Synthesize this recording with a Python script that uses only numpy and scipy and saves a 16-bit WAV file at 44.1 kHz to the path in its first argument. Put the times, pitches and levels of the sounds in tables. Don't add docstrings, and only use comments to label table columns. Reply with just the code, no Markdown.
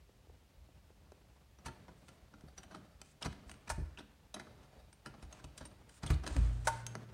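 import sys
import numpy as np
from scipy import signal
from scipy.fft import rfft, irfft, next_fast_len
from scipy.io import wavfile

SR = 44100
rng = np.random.default_rng(int(sys.argv[2]) if len(sys.argv) > 2 else 0)


def wav_record(signal):
    frames = np.transpose(np.atleast_2d(signal))
    bounded = np.clip(frames, -1, 1)
    quanta = np.round(bounded * 32767).astype(np.int16)
    wavfile.write(sys.argv[1], SR, quanta)


N = 314433
T = np.arange(N) / SR
BURST_GAIN = np.sqrt(.025 * SR)


# (low edge [Hz], high edge [Hz])
CONTACT_BANDS = [(135, 350), (560, 1650), (1900, 5800), (5800, 9600)]
# (pitch [Hz], level [dB], ring time [s])
DOOR_TONES = [(150, 0, .2), (205, 0, .16), (240, 0, .18), (285, 0, .18), (355, -2, .16), (435, -7, .12),
              (640, 3, .08), (785, 0, .1), (990, -1, .09), (1290, 0, .07), (1400, -1, .07), (1660, -6, .05),
              (2020, -5, .05), (2560, -2, .03), (3031, -1, .03), (3967, -3, .035), (4640, -5, .035),
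              (5868, -4, .022), (6471, -2, .022), (7450, -3, .018), (8200, -3, .018), (8850, -3, .035)]
def contact(levels_db, decay_s, ring_db=-4.0, scatter_db=2.0, detune=0.013, rough_db=4.5):
    out, t = 0, T[:SR // 6]
    chance = rng.standard_normal((len(DOOR_TONES), 3))
    body = 0
    for (hz, db, ring_s), (side, strength, shift) in zip(DOOR_TONES, chance):
        tone = unit(fading_tone(hz * (1 + detune * shift), ring_s, t))
        body = body + np.sign(side) * undb(db + scatter_db * strength) * tone
    impacts = rng.standard_normal(len(t)) * undb(rough_db * wander(1493, len(t)))
    impacts *= 1 - np.exp(-t / (0.072 * decay_s))
    snap = 2.3 * np.exp(-t / 0.00036)
    metal = impacts * (np.exp(-t / decay_s) + snap)
    wood = impacts * np.exp(-t / (decay_s + 0.014))
    for force, edges, db in zip((wood, metal, metal, metal), CONTACT_BANDS, levels_db):
        direct = unit(band(force, *edges))
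        ringing = unit(signal.fftconvolve(direct, body)[:len(t)])
        out = out + undb(db) * unit(direct + undb(ring_db) * ringing)
    fizz = unit(band(metal, 11000, 17000))
    return BURST_GAIN * (out + undb(levels_db[-1] - 21) * fizz)


# (time [s], level [dB], hardness [dB/octave], rattle decay [s])
HANDLE_KNOCKS = [(1.119, -75.5, 1, .002), (1.585, -72, -3, .008), (1.658, -53.5, 0.8, 0.0096),
                 (1.681, -57, -3, 0.0078), (1.882, -63.5, -5.5, 0.0078), (2.083, -64.5, 0.7, 0.008),
                 (2.337, -66.5, -6, 0.0044), (2.409, -73, -.5, 0.0045), (2.578, -60, 1.2, 0.0075),
                 (2.632, -63.5, 0.5, 0.0063), (2.708, -60, -3.5, 0.025), (2.745, -57, -2.5, 0.015),
                 (3.0154, -61.5, 3.5, 0.0025), (3.2249, -54.5, 1.3, 0.0044), (3.2472, -51, 0, .011),
                 (3.258, -47.5, -2, 0.0054), (3.327, -63, -1.5, .003), (3.495, -61, .5, .003),
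                 (3.515, -62.5, 3, 0.0016), (3.538, -70.5, 0.5, .004), (3.676, -58.5, -1, 0.013),
                 (3.974, -66.5, -2, 0.0052), (3.985, -59, -1.5, 0.0086), (4.002, -63, -4, 0.0083),
                 (4.341, -52.5, 0.1, 0.0065), (4.361, -57.5, -4.5, 0.013), (4.397, -55, -2, 0.0083),
                 (4.467, -68, -6.5, 0.0056), (4.63, -71, -1, 0.013), (4.928, -71, 1.5, 0.0024),
                 (5.06, -53, -1.7, 0.01), (5.139, -65.5, -6, .009), (5.225, -63, 0, .012),
                 (5.326, -62.5, 1.2, 0.0081), (5.39, -68.5, -2.5, .014), (5.442, -60.5, 0.6, .006),
                 (5.577, -61, 4, .009), (5.607, -57.5, -3.4, .015), (5.652, -61.5, 0.6, .012),
                 (5.891, -69, 2, .006), (6.032, -51.5, -1, 0.0076), (6.063, -56.5, 2, 0.0085),
                 (6.102, -46.5, -0.9, 0.011), (6.138, -59, -0.2, 0.014), (6.236, -57, -2.3, 0.0088),
                 (6.265, -50, -.5, 0.0062), (6.275, -51, 1.5, 0.0037), (6.365, -52, 0, 0.0023),
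                 (6.8659, -58, 5.5, 0.0015), (6.953, -50.5, -2.5, 0.0017)]
def knocks(band_db=(0, 0.5, -1.5, -4.5), pivot_hz=1490, graze_s=.012, apart_s=.25):
    out = np.zeros(N)
    octaves = np.mean(np.log2(CONTACT_BANDS), axis=1) - np.log2(pivot_hz)
    octaves = np.maximum(octaves, -1)
    pauses = np.diff([row[0] for row in HANDLE_KNOCKS], prepend=0)
    for (s, db, hardness, decay_s), pause in zip(HANDLE_KNOCKS, pauses):
        still_close = pause < apart_s
        add(out, s - graze_s, still_close * graze(db - 7, hardness, graze_s))
        add(out, s, contact(db + np.array(band_db) + hardness * octaves, decay_s))
    return out


def graze(db, hardness, length_s, rise_s=0.0059):
    size = int(length_s * SR)
    scrape = noise(SCRAPE_SPECTRUM, size, hardness) * np.exp(T[:size] / rise_s)
    return at_level(scrape, db)


# (time [s], level [dB], share of free ring time [0-1], main tone boost [dB])
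BOLT_HITS = [(1.662, -46.5, 0.86, 3.5), (3.701, -35, 0.72, -4), (6.673, -24, 0.96, .5)]
# (pitch [Hz], level [dB], free ring time [s])
BOLT_TONES = [(906.6, -2.5, 0.16), (624, -3.5, 0.077), (1000, -44, 0.077), (1408, 7, 0.019),
              (1078, -4, 0.063), (1467, -13, .15)]
def latch(clack_band_db=(-36, -12, -19.5, -16.5), grip_db=19.5, lead_s=.0015, rise_s=0.0021):
    out, t = np.zeros(N), T[:SR // 2]
    onset = 1 - np.exp(-t / rise_s)
    for s, db, free, main_db in BOLT_HITS:
        clack_db = db + grip_db * (1 - free) + np.array(clack_band_db)
        add(out, s - lead_s, contact(clack_db, decay_s=0.01, ring_db=-10.5))
        main, *others = [(-1) ** k * undb(tone_db) * fading_tone(hz, ring_s * free, t)
                         for k, (hz, tone_db, ring_s) in enumerate(BOLT_TONES)]
        add(out, s, undb(db) * onset * (undb(main_db) * main + sum(others)))
    return out


# (time [s], pitch [Hz], level [dB], ring time [s])
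SPRING_TWANGS = [(1.586, 5820, -59, .04), (2.579, 5840, -39.5, 0.039), (4.342, 6380, -34.5, 0.023),
                 (4.343, 3910, -37, 0.031), (4.342, 10250, -48, 0.044), (4.928, 8800, -56.5, 0.065),
                 (5.061, 8800, -71, 0.096), (5.327, 6400, -40.5, 0.026), (5.653, 8780, -44.5, 0.06),
                 (6.064, 8860, -36.5, 0.026), (6.866, 6400, -42, 0.083)]
def springs(rise_s=0.0021):
    out, t = np.zeros(N), T[:SR // 2]
    onset = 1 - np.exp(-t / rise_s)
    for s, hz, db, ring_s in SPRING_TWANGS:
        add(out, s, undb(db) * onset * fading_tone(hz, ring_s, t))
    return out


# (time [s], level [dB], contact time [s])
PANEL_BUMPS = [(.285, -51, 0.0086), (.565, -47.5, 0.012), (1.66, -48.5, 0.0018), (2.22, -53, 0.01),
               (2.437, -54.5, .0015), (3.256, -40.5, 0.0017), (3.461, -44, .011), (3.704, -34.5, 0.0093),
               (3.779, -36.5, 0.0037), (3.815, -32, 0.011), (5.226, -41.5, .01), (5.441, -46, 0.005),
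               (5.609, -50, .005), (6.033, -40, 0.0026), (6.102, -22.5, 0.0059), (6.306, -32, 0.0094),
               (6.361, -35, 0.0053)]
# (pitch [Hz], level [dB], ring time [s])
HELD_TONES = [(59.5, -3.5, 0.46), (78.2, 3, .25), (116, 3.5, 0.14), (146.4, 3.5, 0.197), (187, 5, 0.08),
              (283, -14.5, 0.3)]
def panel_thumps(spread_s=0.0022):
    out, t = np.zeros(N), T[:2 * SR]
    ring = sum(undb(db) * fading_tone(hz, ring_s, t) for hz, db, ring_s in HELD_TONES)
    ring *= 1 - np.exp(-t / spread_s)
    for s, db, contact_s in PANEL_BUMPS:
        push = np.sin(np.pi * np.minimum(t[:SR // 20] / contact_s, 1))
        add(out, s, undb(db) * signal.fftconvolve(ring, push / push.sum()))
    return out


def frame_rattle(lo_hz=120, hi_hz=378, decay_s=.016):
    out, t = np.zeros(N), T[:SR // 4]
    for s, db, contact_s in PANEL_BUMPS:
        burst = rng.standard_normal(len(t)) * np.exp(-t / decay_s)
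        rattle = unit(band(burst, lo_hz, hi_hz, order=2))
        sharpness = 0.0019 / contact_s
        add(out, s, BURST_GAIN * undb(db - 9) * sharpness * rattle)
    return out


# (pitch [Hz], level [dB], ring time [s])
SWING_TONES = [(54.6, -19, 0.71), (84.2, -31, 0.77), (117, -37.5, 2.95), (141, -64, 1.0)]
def panel_hum(free_s=6.355, rise_s=0.027):
    out, t = np.zeros(N), T[:2 * SR]
    hum = sum(undb(db) * fading_tone(hz, ring_s, t) for hz, db, ring_s in SWING_TONES)
    add(out, free_s, hum * (1 - np.exp(-t / rise_s)))
    return out


# (time [s], slip rate [Hz], level [dB])
GROAN_PATH = [(6.352, 295, -64), (6.366, 279, -37.5), (6.385, 253, -42.5), (6.405, 195, -42.5),
              (6.43, 148, -46), (6.46, 135, -68)]
def groan(jitter=0.024, overtone_db=-14):
    s, hz, db = np.transpose(GROAN_PATH)
    slip_hz = np.interp(T, s, hz) * (1 + jitter * wander(200, N))
    phase = 2 * np.pi * np.cumsum(slip_hz) / SR
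    loudness = np.interp(T, s, undb(db), left=0, right=0)
    return loudness * (np.sin(phase) + undb(overtone_db) * np.sin(2 * phase))


# (time [s],
# pitch [Hz], level [dB])
BOLT_SQUEAKS = [(2.744, 1347, -52), (3.223, 5240, -48), (3.221, 3110, -47), (3.673, 2400, -57.5),
                (3.972, 2740, -54.5), (3.987, 3520, -56), (6.069, 3360, -51), (6.101, 13500, -61),
                (6.132, 3920, -56), (6.235, 1330, -58)]
def squeaks(length_s=.012, edge_ratio=1.08):
    out, size = np.zeros(N), int(length_s * SR)
    for s, hz, db in BOLT_SQUEAKS:
        note = band(rng.standard_normal(SR // 4), hz / edge_ratio, hz * edge_ratio, order=2)[-size:]
        add(out, s, at_level(note * signal.windows.tukey(size, .5), db))
    return out


# (time [s], length [s], level [dB], brightness [dB/octave])
METAL_SLIDES = [(1.646, .042, -59, -6), (1.91, 0.29, -81.5, 6), (3.036, 0.1, -72, 4.5),
                (3.208, 0.053, -53, -1.5), (3.464, 0.078, -71, 8), (3.69, 0.022, -48, 3),
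                (5.331, 0.088, -64.5, -1), (5.886, 0.12, -68.5, 4.5), (6.071, 0.081, -58.5, 0.5),
                (6.255, .25, -57.5, 0.5), (6.417, .29, -68, 1), (6.644, 0.043, -55.5, 3.5),
                (6.689, .16, -62, 1)]
# (frequency [Hz], level [dB])
SCRAPE_SPECTRUM = [(150, -9), (600, 3), (1400, 3.5), (2300, -4), (3800, -6.5), (5500, -9.5), (9000, -7.5),
                   (10500, -25), (12500, -32), (16000, -29)]
def slides(grain_db=1.5, catch_db=2.5):
    out = np.zeros(N)
    for s, length_s, db, brightness in METAL_SLIDES:
        size = int(length_s * SR)
        grip = undb(grain_db * wander(900, size) + catch_db * wander(95, size))
        scrape = noise(SCRAPE_SPECTRUM, size, brightness) * grip
        add(out, s, at_level(scrape * signal.windows.tukey(size, .5), db))
    return out


# (time [s], length [s], grinding level [dB], hand rustle level [dB])
HANDLE_TURNS = [(1.6, 0.98, -71, -64.5), (2.55, 0.45, -72, -68.5), (3.25, .93, -75, -63),
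                (4.346, 0.6, -67, -63.5), (5.037, 1.14, -73.5, -63)]
# (pitch [Hz], width [Hz], level [dB])
CASE_RINGS = [(606, 64, 3.5), (726, 27, -5), (1270, 210, -6), (1700, 140, -15), (3740, 230, -9.5),
              (4480, 140, -11.5), (8600, 440, -16)]
def grinding(grain_db=4, catch_db=6.0):
    friction = rng.standard_normal(N) * undb(grain_db * wander(700, N) + catch_db * wander(35, N))
    case = sum(undb(db) * unit(band(friction, hz - width / 2, hz + width / 2, order=1))
               for hz, width, db in CASE_RINGS)
    turning = sum(effort(s, length_s, db) for s, length_s, db, _ in HANDLE_TURNS)
    return at_level(case, 0) * turning


# (frequency [Hz], level [dB])
HAND_SPECTRUM = [(60, -1), (130, 3), (300, -7.5), (700, -10), (1500, -18.5), (3000, -23.5), (9000, -37),
                 (14000, -52)]
def hand_rustle(rest_db=-69, rough_db=3):
    turning = sum(effort(s, length_s, db) for s, length_s, _, db in HANDLE_TURNS)
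    pushing = effort(start_s=6.02, length_s=np.inf, db=-55, sag_db_per_s=6)
    loudness = np.hypot(undb(rest_db), turning + pushing)
    return noise(HAND_SPECTRUM, N) * loudness * undb(rough_db * wander(60, N))


def effort(start_s, length_s, db, sag_db_per_s=5.5, grab_s=0.04, release_s=0.094):
    grab = np.clip((T - start_s) / grab_s, 0, 1)
    release = np.clip((start_s + length_s - T) / release_s, 0, 1)
    return grab * release * undb(db - sag_db_per_s * np.maximum(T - start_s, 0))


# (time [s], level [dB])
FINGER_PATS = [(0.092, -67), (0.27, -69.5), (.297, -64), (.688, -68), (.903, -66.5), (1.119, -60)]
def pats(lo_hz=260, hi_hz=620, decay_s=0.0036):
    out, t = np.zeros(N), T[:SR // 10]
    for s, db in FINGER_PATS:
        touch = rng.standard_normal(len(t)) * np.exp(-t / decay_s)
        add(out, s, BURST_GAIN * undb(db) * unit(band(touch, lo_hz, hi_hz, order=2)))
    return out


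# (frequency [Hz], level [dB], ring time [s])
ECHO_BANDS = [(79, -10.5, 1.3), (239, -8.5, 0.81), (596, -13.5, 0.47), (910, -12.5, 0.47),
              (1270, -12, 0.87), (3020, -9.5, 0.51), (5950, -14.5, 0.46), (12000, -15, .35)]
def building_echo(x, build_s=0.0077):
    t = T[:3 * SR // 2]
    hz, echo_db, ring_times = np.transpose(ECHO_BANDS)
    octave = octave_axis(len(t))
    spectrum, echo = rfft(rng.standard_normal(len(t))), 0
    for share, db, ring_s in zip(np.eye(len(hz)), echo_db, ring_times):
        band_noise = irfft(spectrum * np.interp(octave, np.log2(hz), share), len(t))
        fade = unit(np.exp(-np.log(1000) * t / ring_s) * (1 - np.exp(-t / build_s)))
        echo = echo + undb(db) * fade * band_noise
    return signal.fftconvolve(x, echo)[:N]


# (frequency [Hz], level [dB])
AIR_SPECTRUM = [(15, -52), (25, -27), (41, 2), (66, 7), (119, -6.5), (140, -28.5), (340, -30), (421, -24.5),
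                (552, -25), (1020, -27), (2420, -25.5), (3340, -27), (3830, -27), (15500, -37)]
def air(level_db=-65.5, waver_db=2, rumble_hz=150):
    still = undb(level_db) * noise(AIR_SPECTRUM, N)
    rumble = signal.sosfiltfilt(signal.butter(2, rumble_hz, fs=SR, output="sos"), still)
    return still + rumble * (undb(waver_db * wander(14, N)) - 1)


def undb(db):
    return 10 ** (np.asarray(db) / 20)


def unit(x):
    return x / np.sqrt(np.sum(x ** 2))


def at_level(x, db):
    return undb(db) * np.sqrt(len(x)) * unit(x)


def add(out, s, x):
    i = max(int(s * SR), 0)
    out[i:i + len(x)] += x[:max(N - i, 0)]


def band(x, lo_hz, hi_hz, order=3):
    return signal.sosfilt(signal.butter(order, [lo_hz, hi_hz], "band", fs=SR, output="sos"), x)


def octave_axis(size):
    return np.log2(np.maximum(np.fft.rfftfreq(size, 1 / SR), 1))


def noise(points, size, tilt=0):
    hz, db = np.transpose(points)
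    padded = next_fast_len(size)
    octave = octave_axis(padded)
    gain = undb(np.interp(octave, np.log2(hz), db) + tilt * octave)
    shaped = irfft(rfft(rng.standard_normal(padded)) * gain, padded)
    return at_level(shaped[:size], 0)


def wander(rate, size):
    steps = np.arange(size) * rate / SR
    count = int(steps[-1]) + 2
    return np.interp(steps, np.arange(count), rng.standard_normal(count))


def fading_tone(hz, ring_s, t):
    return np.sin(2 * np.pi * hz * t) * np.exp(-np.log(1000) * t / ring_s)


def scene():
    background = air()
    door = knocks() + latch() + springs() + frame_rattle() + pats() + squeaks()
    door += hand_rustle() + slides() + grinding() + groan()
    bass = panel_thumps() + panel_hum()
    return (door + bass + building_echo(door) + background)[None]


def record(dry, low_hz=39, top_hz=15850):
    thin = signal.sosfilt(signal.butter(4, low_hz, "high", fs=SR, output="sos"), dry)
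    return signal.sosfilt(signal.ellip(10, .2, 70, top_hz, fs=SR, output="sos"), thin)


dry = scene()
out = record(dry)
wav_record(out)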